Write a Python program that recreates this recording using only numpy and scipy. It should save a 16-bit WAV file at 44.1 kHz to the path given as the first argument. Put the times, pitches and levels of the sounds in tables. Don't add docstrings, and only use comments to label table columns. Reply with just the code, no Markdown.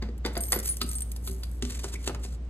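import sys
import numpy as np
from scipy import signal
from scipy.fft import rfft, irfft, next_fast_len
from scipy.io import wavfile
from scipy.ndimage import map_coordinates

SR = 44100
rng = np.random.default_rng(int(sys.argv[2]) if len(sys.argv) > 2 else 0)


def to_wav(s):
    ch = np.atleast_2d(s).T
    pcm = np.round(np.clip(ch, -1, 1) * 32767)
    wavfile.write(sys.argv[1], SR, pcm.astype(np.int16))


N = 110205
TIME = np.arange(N) / SR
HIT_TIME = TIME[:SR // 2]

# fast t60/s, after-ring level/dB, after-ring t60/s
LOCK_DECAY, DOOR_DECAY, TICK_DECAY = (0.059, -8, 0.28), (0.045, -21, 0.35), (0.039, -24, 0.065)
FLAP_DECAY, SNAP_DECAY, CLINK_DECAY = (0.053, -5, 0.11), (0.01, -8, 0.06), (0.022, -13, 0.044)
CONTACT_SPREAD_DB = 0.5

# t/s, door thud level/dB, clack level/dB, tick level/dB
LOCK_KNOCKS = [(.024, -33.5, -40, -81), (0.088, -38.5, -55.5, -71), (.250, -29, -32, -53.5),
               (0.2606, -38, -31, -38), (.354, -62, -40.5, -49), (0.3683, -32.5, -33, -55),
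               (.521, -52, -42, -20), (.529, -40, -28.5, -28), (0.561, -30.5, -38, -53)]
# t60/s, then modes as f/Hz, level/dB
SHUT_DOOR_MODES = (0.052, [(205, -2), (300, -3), (372, 0), (472, -3)])
# t60/s, then modes as f/Hz, level/dB
LOCK_MODES = (0.02, [(1250, -7.5), (1595, -13), (2090, 3.5), (3560, -0.5), (4740, 5.5)])
# f/Hz, relative level/dB
LOCK_CLACK = [(200, -37.5), (500, 6), (950, -0.5), (1900, -2), (2700, -8), (4700, -8.5), (15000, -31)]


def lock():
    tone_db = -0.5
    return metal_knocks(LOCK_KNOCKS, SHUT_DOOR_MODES, LOCK_MODES, LOCK_CLACK, LOCK_DECAY, tone_db)


PANEL_RING_HZ, PANEL_RING_DB, PANEL_RING_T60_S = 215.4, -7.5, 0.11


def panel_ring():
    out = np.zeros(N)
    for s, thud_db, _, _ in LOCK_KNOCKS:
        level = amp(thud_db + PANEL_RING_DB - 60 * HIT_TIME / PANEL_RING_T60_S)
        add(out, s, level * np.sin(2 * np.pi * PANEL_RING_HZ * HIT_TIME))
    return out


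# t/s, f/Hz, peak level/dB
CLUNKS = [(.369, 686, -27), (.529, 1953, -28), (.842, 260, -26), (1.632, 251, -24)]
CLUNK_T60_S = 0.055


def clunks():
    out = np.zeros(N)
    for s, hz, db in CLUNKS:
        add(out, s, amp(db - 60 * HIT_TIME / CLUNK_T60_S) * np.sin(2 * np.pi * hz * HIT_TIME))
    return out


# t/s, thud level/dB, clack level/dB, tick level/dB
DOOR_KNOCKS = [(.8148, -36, -26, -33.5), (1.162, -56, -55.5, -42.5), (1.275, -44, -42, -37),
               (1.296, -41.5, -72, -44), (1.434, -69, -42.5, -42)]
# t60/s, then modes as f/Hz, level/dB
OPEN_DOOR_MODES = (0.26, [(184, 0.5), (255, 0.5), (382, 3)])
# t60/s, then modes as f/Hz, level/dB
DOOR_MODES = (0.034, [(1034, 1), (1281, 10), (1509, 2.5), (4555, 4), (4790, 14)])
# f/Hz, relative level/dB
DOOR_CLACK = [(300, 2), (1300, -4), (2800, 5), (4500, 11.5), (7000, -7)]


def door():
    tone_db = -1.5
    return metal_knocks(DOOR_KNOCKS, OPEN_DOOR_MODES, DOOR_MODES, DOOR_CLACK, DOOR_DECAY, tone_db)


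# f/Hz, relative level/dB
METAL_TICK = [(1500, 4.5), (7000, 9), (10500, 19.5), (14000, -3.5)]
GRIND_GRAINS_PER_S = 1950
SCRAPE_S, SCRAPE_DB = 0.012, -7


def metal_knocks(knocks, low_modes, modes, colour, decay, tone_db):
    out = np.zeros(N)
    grind = rms_one(coloured(grains(GRIND_GRAINS_PER_S, CONTACT_SPREAD_DB), colour))
    for s, thud_db, clack_db, tick_db in knocks:
        thud = ringing(low_modes)
        clack = attack_one(crack(colour, decay) + amp(tone_db) * ringing(modes))
        tick = crack(METAL_TICK, TICK_DECAY)
        add(out, s, amp(thud_db) * thud + amp(clack_db) * clack + amp(tick_db) * tick)
        swell = np.exp(-((TIME - s) / SCRAPE_S * 2) ** 2)
        out += grind * amp(clack_db + SCRAPE_DB) * swell
    return out


KEY_PARTIALS_HZ = [7833, 8101, 8467, 10350, 10748, 11063, 11560, 12046, 13662, 14193]
KEY_MODES = (0.033, [(hz, 0) for hz in KEY_PARTIALS_HZ])  # t60/s, then f/Hz, level/dB
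# f/Hz, relative level/dB
KEY_RATTLE = [(500, -34), (7000, -11), (10700, -2), (13000, -16.5), (16000, -14.5)]
KEY_TONE_DB = -9.5


def clink():
    return attack_one(crack(KEY_RATTLE, CLINK_DECAY) + amp(KEY_TONE_DB) * ringing(KEY_MODES, spread_db=5))


# t/s, level/dB
JOSTLE = [(.33, -49), (.40, -65), (.44, -45.5), (.51, -42), (.595, -33), (.635, -38.5), (.675, -32.5),
          (.80, -55.5), (.93, -41), (1.05, -57), (1.22, -58), (1.275, -38), (1.39, -58.5), (1.6, -59.5)]
# t/s, level/dB
KEY_CLINKS = [(0.179, -54), (0.3756, -32.5), (0.436, -34), (0.659, -35), (.670, -41), (.769, -35.5),
              (0.914, -35.5), (0.932, -38.5), (0.984, -36.5), (1.117, -38), (1.514, -51)]
KEY_A_HZ, KEY_B_HZ, KEY_C_HZ, KEY_D_HZ = 8647, 9492, 11837, 12524
# t/s, f/Hz, level/dB, free for t/s
KEY_RINGS = [(0.406, KEY_A_HZ, -32, 0.075), (0.408, KEY_D_HZ, -41, .07), (0.485, KEY_C_HZ, -38, .035),
             (0.538, KEY_C_HZ, -31, 0.026), (0.689, KEY_B_HZ, -26, 0.034), (.830, KEY_A_HZ, -37.5, 0.0038),
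             (.890, KEY_A_HZ, -34, 0.0073), (0.953, KEY_A_HZ, -33, 0.029), (1.006, KEY_A_HZ, -32.5, 0.0025),
             (1.020, KEY_A_HZ, -30, 0.0051)]
CONTACTS_PER_S = 330
KEY_FREE_T60_S, KEY_NEIGHBOUR_T60_S = 0.37, 0.051
KEY_STRIKE_DB = -8
KEY_FLUTTER_DB, KEY_FLUTTERS_PER_S = 2, 170


def keys():
    count = 12
    jostle = np.zeros(N)
    for _ in range(count):
        contacts = grains(CONTACTS_PER_S / count, CONTACT_SPREAD_DB)
        jostle += signal.fftconvolve(contacts, clink())[:N]
    jostle_db = np.interp(TIME, *np.transpose(JOSTLE), left=-np.inf, right=-np.inf)
    out = rms_one(jostle) * amp(jostle_db)
    for s, db in KEY_CLINKS:
        add(out, s, amp(db) * clink())
    for s, hz, db, free_s in KEY_RINGS:
        stopped = np.maximum(HIT_TIME - free_s, 0)
        fall = HIT_TIME / KEY_FREE_T60_S + stopped / KEY_NEIGHBOUR_T60_S
        flutter = KEY_FLUTTER_DB * drift(KEY_FLUTTERS_PER_S)[:len(HIT_TIME)]
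        ring = amp(db + flutter - 60 * fall) * np.sqrt(2) * np.sin(2 * np.pi * hz * HIT_TIME)
        add(out, s, ring + amp(db + KEY_STRIKE_DB) * clink())
    return out


# t/s, level/dB
RUB = [(1.61, -58.5), (1.71, -41), (1.82, -49), (1.95, -48), (1.98, -58), (2.048, -54.5), (2.075, -35.5),
       (2.11, -61), (2.19, -66), (2.245, -41), (2.268, -56), (2.35, -53), (2.385, -78)]
# f/Hz, relative level/dB
CARD_RUB = [(400, 2.5), (800, -8.5), (2300, -3.5), (3100, -1.5), (5500, 0), (10000, 2.5), (12500, -12)]
# t/s, thud level/dB, flap level/dB, crisp snap level/dB
CARD_TAPS = [(1.6237, -35.5, -50, -32.5), (1.651, -45, -55, -39), (1.843, -37, -39.5, -35.5),
             (1.941, -45.5, -50, -44), (2.0758, -32, -33, -28.5), (2.094, -57, -32, -64),
             (2.147, -40.5, -40, -44.5), (2.2495, -45.5, -50.5, -43.5)]
# t60/s, then modes as f/Hz, level/dB
BOX_MODES = (0.072, [(243, -4.4), (392, 4.4)])
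# f/Hz, relative level/dB
CARD_FLAP = [(250, -2.5), (1400, -9.5), (5000, -26), (15000, -36)]
# f/Hz, relative level/dB
CARD_SNAP = [(1000, -5.5), (6000, 0.5), (10000, -3.5), (14000, -34)]
# t/s, f/Hz, level/dB
CARD_CHIRPS = [(1.952, 2220, -39.5)]
FIBRES_PER_S, FIBRE_SPREAD_DB = 3900, 0.5
RUB_CATCH_DB, RUB_CATCHES_PER_S = 4, 130
CHIRP_S, CHIRP_WIDTH_HZ, CHIRP_WAVERS_PER_S = 0.014, 120, 940


def card():
    rub = rms_one(coloured(grains(FIBRES_PER_S, FIBRE_SPREAD_DB), CARD_RUB))
    rub_db = np.interp(TIME, *np.transpose(RUB), left=-np.inf)
    out = rub * amp(rub_db + RUB_CATCH_DB * drift(RUB_CATCHES_PER_S))
    for s, thud_db, flap_db, snap_db in CARD_TAPS:
        thud = amp(thud_db) * ringing(BOX_MODES)
        flap = amp(flap_db) * crack(CARD_FLAP, FLAP_DECAY)
        snap = amp(snap_db) * crack(CARD_SNAP, SNAP_DECAY)
        add(out, s, thud + flap + snap)
    swell = np.sin(np.pi * np.minimum(TIME / CHIRP_S, 1))
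    for s, hz, db in CARD_CHIRPS:
        pitch = hz + CHIRP_WIDTH_HZ * drift(CHIRP_WAVERS_PER_S)
        chirp = np.sqrt(2) * np.sin(2 * np.pi * np.cumsum(pitch) / SR)
        add(out, s, amp(db) * swell * chirp)
    return out


# f/Hz, lead/rad
PORT_PHASE = [(1500, 0.5), (2600, 2), (4600, 2.04), (7400, 6), (10100, 9.5), (12200, 12.5), (16000, 16)]


def placed(x):
    size = next_fast_len(N + SR // 10)
    phase = at_hz(PORT_PHASE, np.fft.rfftfreq(size, 1 / SR))
    right = irfft(rfft(x, size) * np.exp(-1j * phase), size)[:N]
    return np.array([x, right])


# f/Hz, relative level/dB
ROOM_COLOUR = [(300, 3), (800, -0.5), (14000, -6.5)]
ROOM_T60_S, ROOM_TREBLE_T60_S, ROOM_SPLIT_HZ, ROOM_DB = 0.51, 0.25, 1720, -12.5


def room(x):
    noise, t = diffuse(ROOM_COLOUR)[:, :SR], TIME[:SR]
    low = signal.sosfilt(signal.butter(2, ROOM_SPLIT_HZ, "low", fs=SR, output="sos"), noise)
    high = signal.sosfilt(signal.butter(2, ROOM_SPLIT_HZ, "high", fs=SR, output="sos"), noise)
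    tail = low * amp(-60 * t / ROOM_T60_S) - high * amp(-60 * t / ROOM_TREBLE_T60_S)
    tail *= np.minimum(t / 0.0023, 1)
    tail /= np.sqrt(np.sum(tail ** 2) / 2)
    return amp(ROOM_DB) * signal.fftconvolve(x[None], tail, axes=1)[:, :N]


# f/Hz, relative level/dB
LOBBY = [(20, -21.5), (60, 9), (115, 1.5), (230, -5), (800, -22.5), (8700, -42.5), (11000, -61)]
HUM_HZ, HUM_DB, HUM_WAVER_DB, HUM_WANDER_RAD, LOBBY_DB = 58.64, -34.5, 1.05, 0.048, -44


def ventilation():
    level = amp(HUM_DB + HUM_WAVER_DB * drift(18.0))
    phase = 2 * np.pi * HUM_HZ * TIME + HUM_WANDER_RAD * drift(15.0)
    hum = level * np.sqrt(2) * np.sin(phase)
    return hum + amp(LOBBY_DB) * diffuse(LOBBY)


# f/Hz, correlation (1 = identical)
LIKENESS = [(60, 1), (300, 0.96), (1500, 0.058)]


def diffuse(colour):
    hz = np.fft.rfftfreq(2 * N, 1 / SR)
    alike = np.clip(at_hz(LIKENESS, hz), -1, 1)
    noise = rfft(rng.standard_normal((2, 2 * N))) * amp(at_hz(colour, hz))
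    mid, side = noise * np.sqrt([1 + alike, 1 - alike])
    return rms_one(irfft(np.array([mid + side, mid - side]))[:, :N])


def ringing(body, spread_db=3):
    t60, modes = body
    out = np.zeros(len(HIT_TIME))
    for k, (hz, db) in enumerate(modes):
        level = amp(db + rng.normal(0, spread_db) - 60 * HIT_TIME / t60)
        out += (-1) ** k * level * np.sin(2 * np.pi * hz * HIT_TIME)
    return attack_one(out)


CONTACT_DB = -11.5


def crack(colour, decay):
    t60, after_db, after_t60 = decay
    envelope = amp(-60 * HIT_TIME / t60) + amp(after_db - 60 * HIT_TIME / after_t60)
    burst = rng.standard_normal(len(HIT_TIME)) * envelope
    burst[SR // 1000] += amp(CONTACT_DB) * np.linalg.norm(envelope[:SR // 100])
    return attack_one(coloured(burst, colour))


def grains(per_s, spread_db):
    happens = rng.random(N) < per_s / SR
    size = amp(spread_db * np.minimum(rng.exponential(1, N), 4))
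    return happens * size * rng.choice([-1, 1], N)


def drift(rate):
    knots = rng.standard_normal(400)
    return rms_one(map_coordinates(knots, [TIME * rate + 2], mode="wrap"))


def coloured(x, points):
    size = 4096
    cepstrum = irfft(np.log(amp(at_hz(points, np.fft.rfftfreq(size, 1 / SR)))))
    cepstrum[1:size // 2] *= 2
    cepstrum[size // 2 + 1:] = 0
    return signal.fftconvolve(x, irfft(np.exp(rfft(cepstrum))))[:len(x)]


def at_hz(points, hz):
    f, value = np.transpose(points)
    return np.interp(np.log(hz + 1), np.log(f), value)


def add(out, s, sound):
    start = max(int(s * SR), 0)
    out[start:start + len(sound)] += sound[:N - start]


def attack_one(x):
    return x / np.sqrt(np.mean(x[:int(0.009 * SR)] ** 2) + 1e-20)


def rms_one(x):
    return x / np.sqrt(np.mean(x ** 2) + 1e-20)


def amp(db):
    return 10 ** (np.asarray(db) / 20)


def scene():
    box = lock() + panel_ring() + clunks() + door()
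    near = box + keys() + card()
    return placed(near) + room(near) + ventilation()


CUTOFF_HZ = 16000


def record(dry):
    low_pass = signal.cheby2(12, 70, CUTOFF_HZ * 1.06, fs=SR, output="sos")
    return signal.sosfilt(low_pass, dry)


dry = scene()
out = record(dry)
to_wav(out)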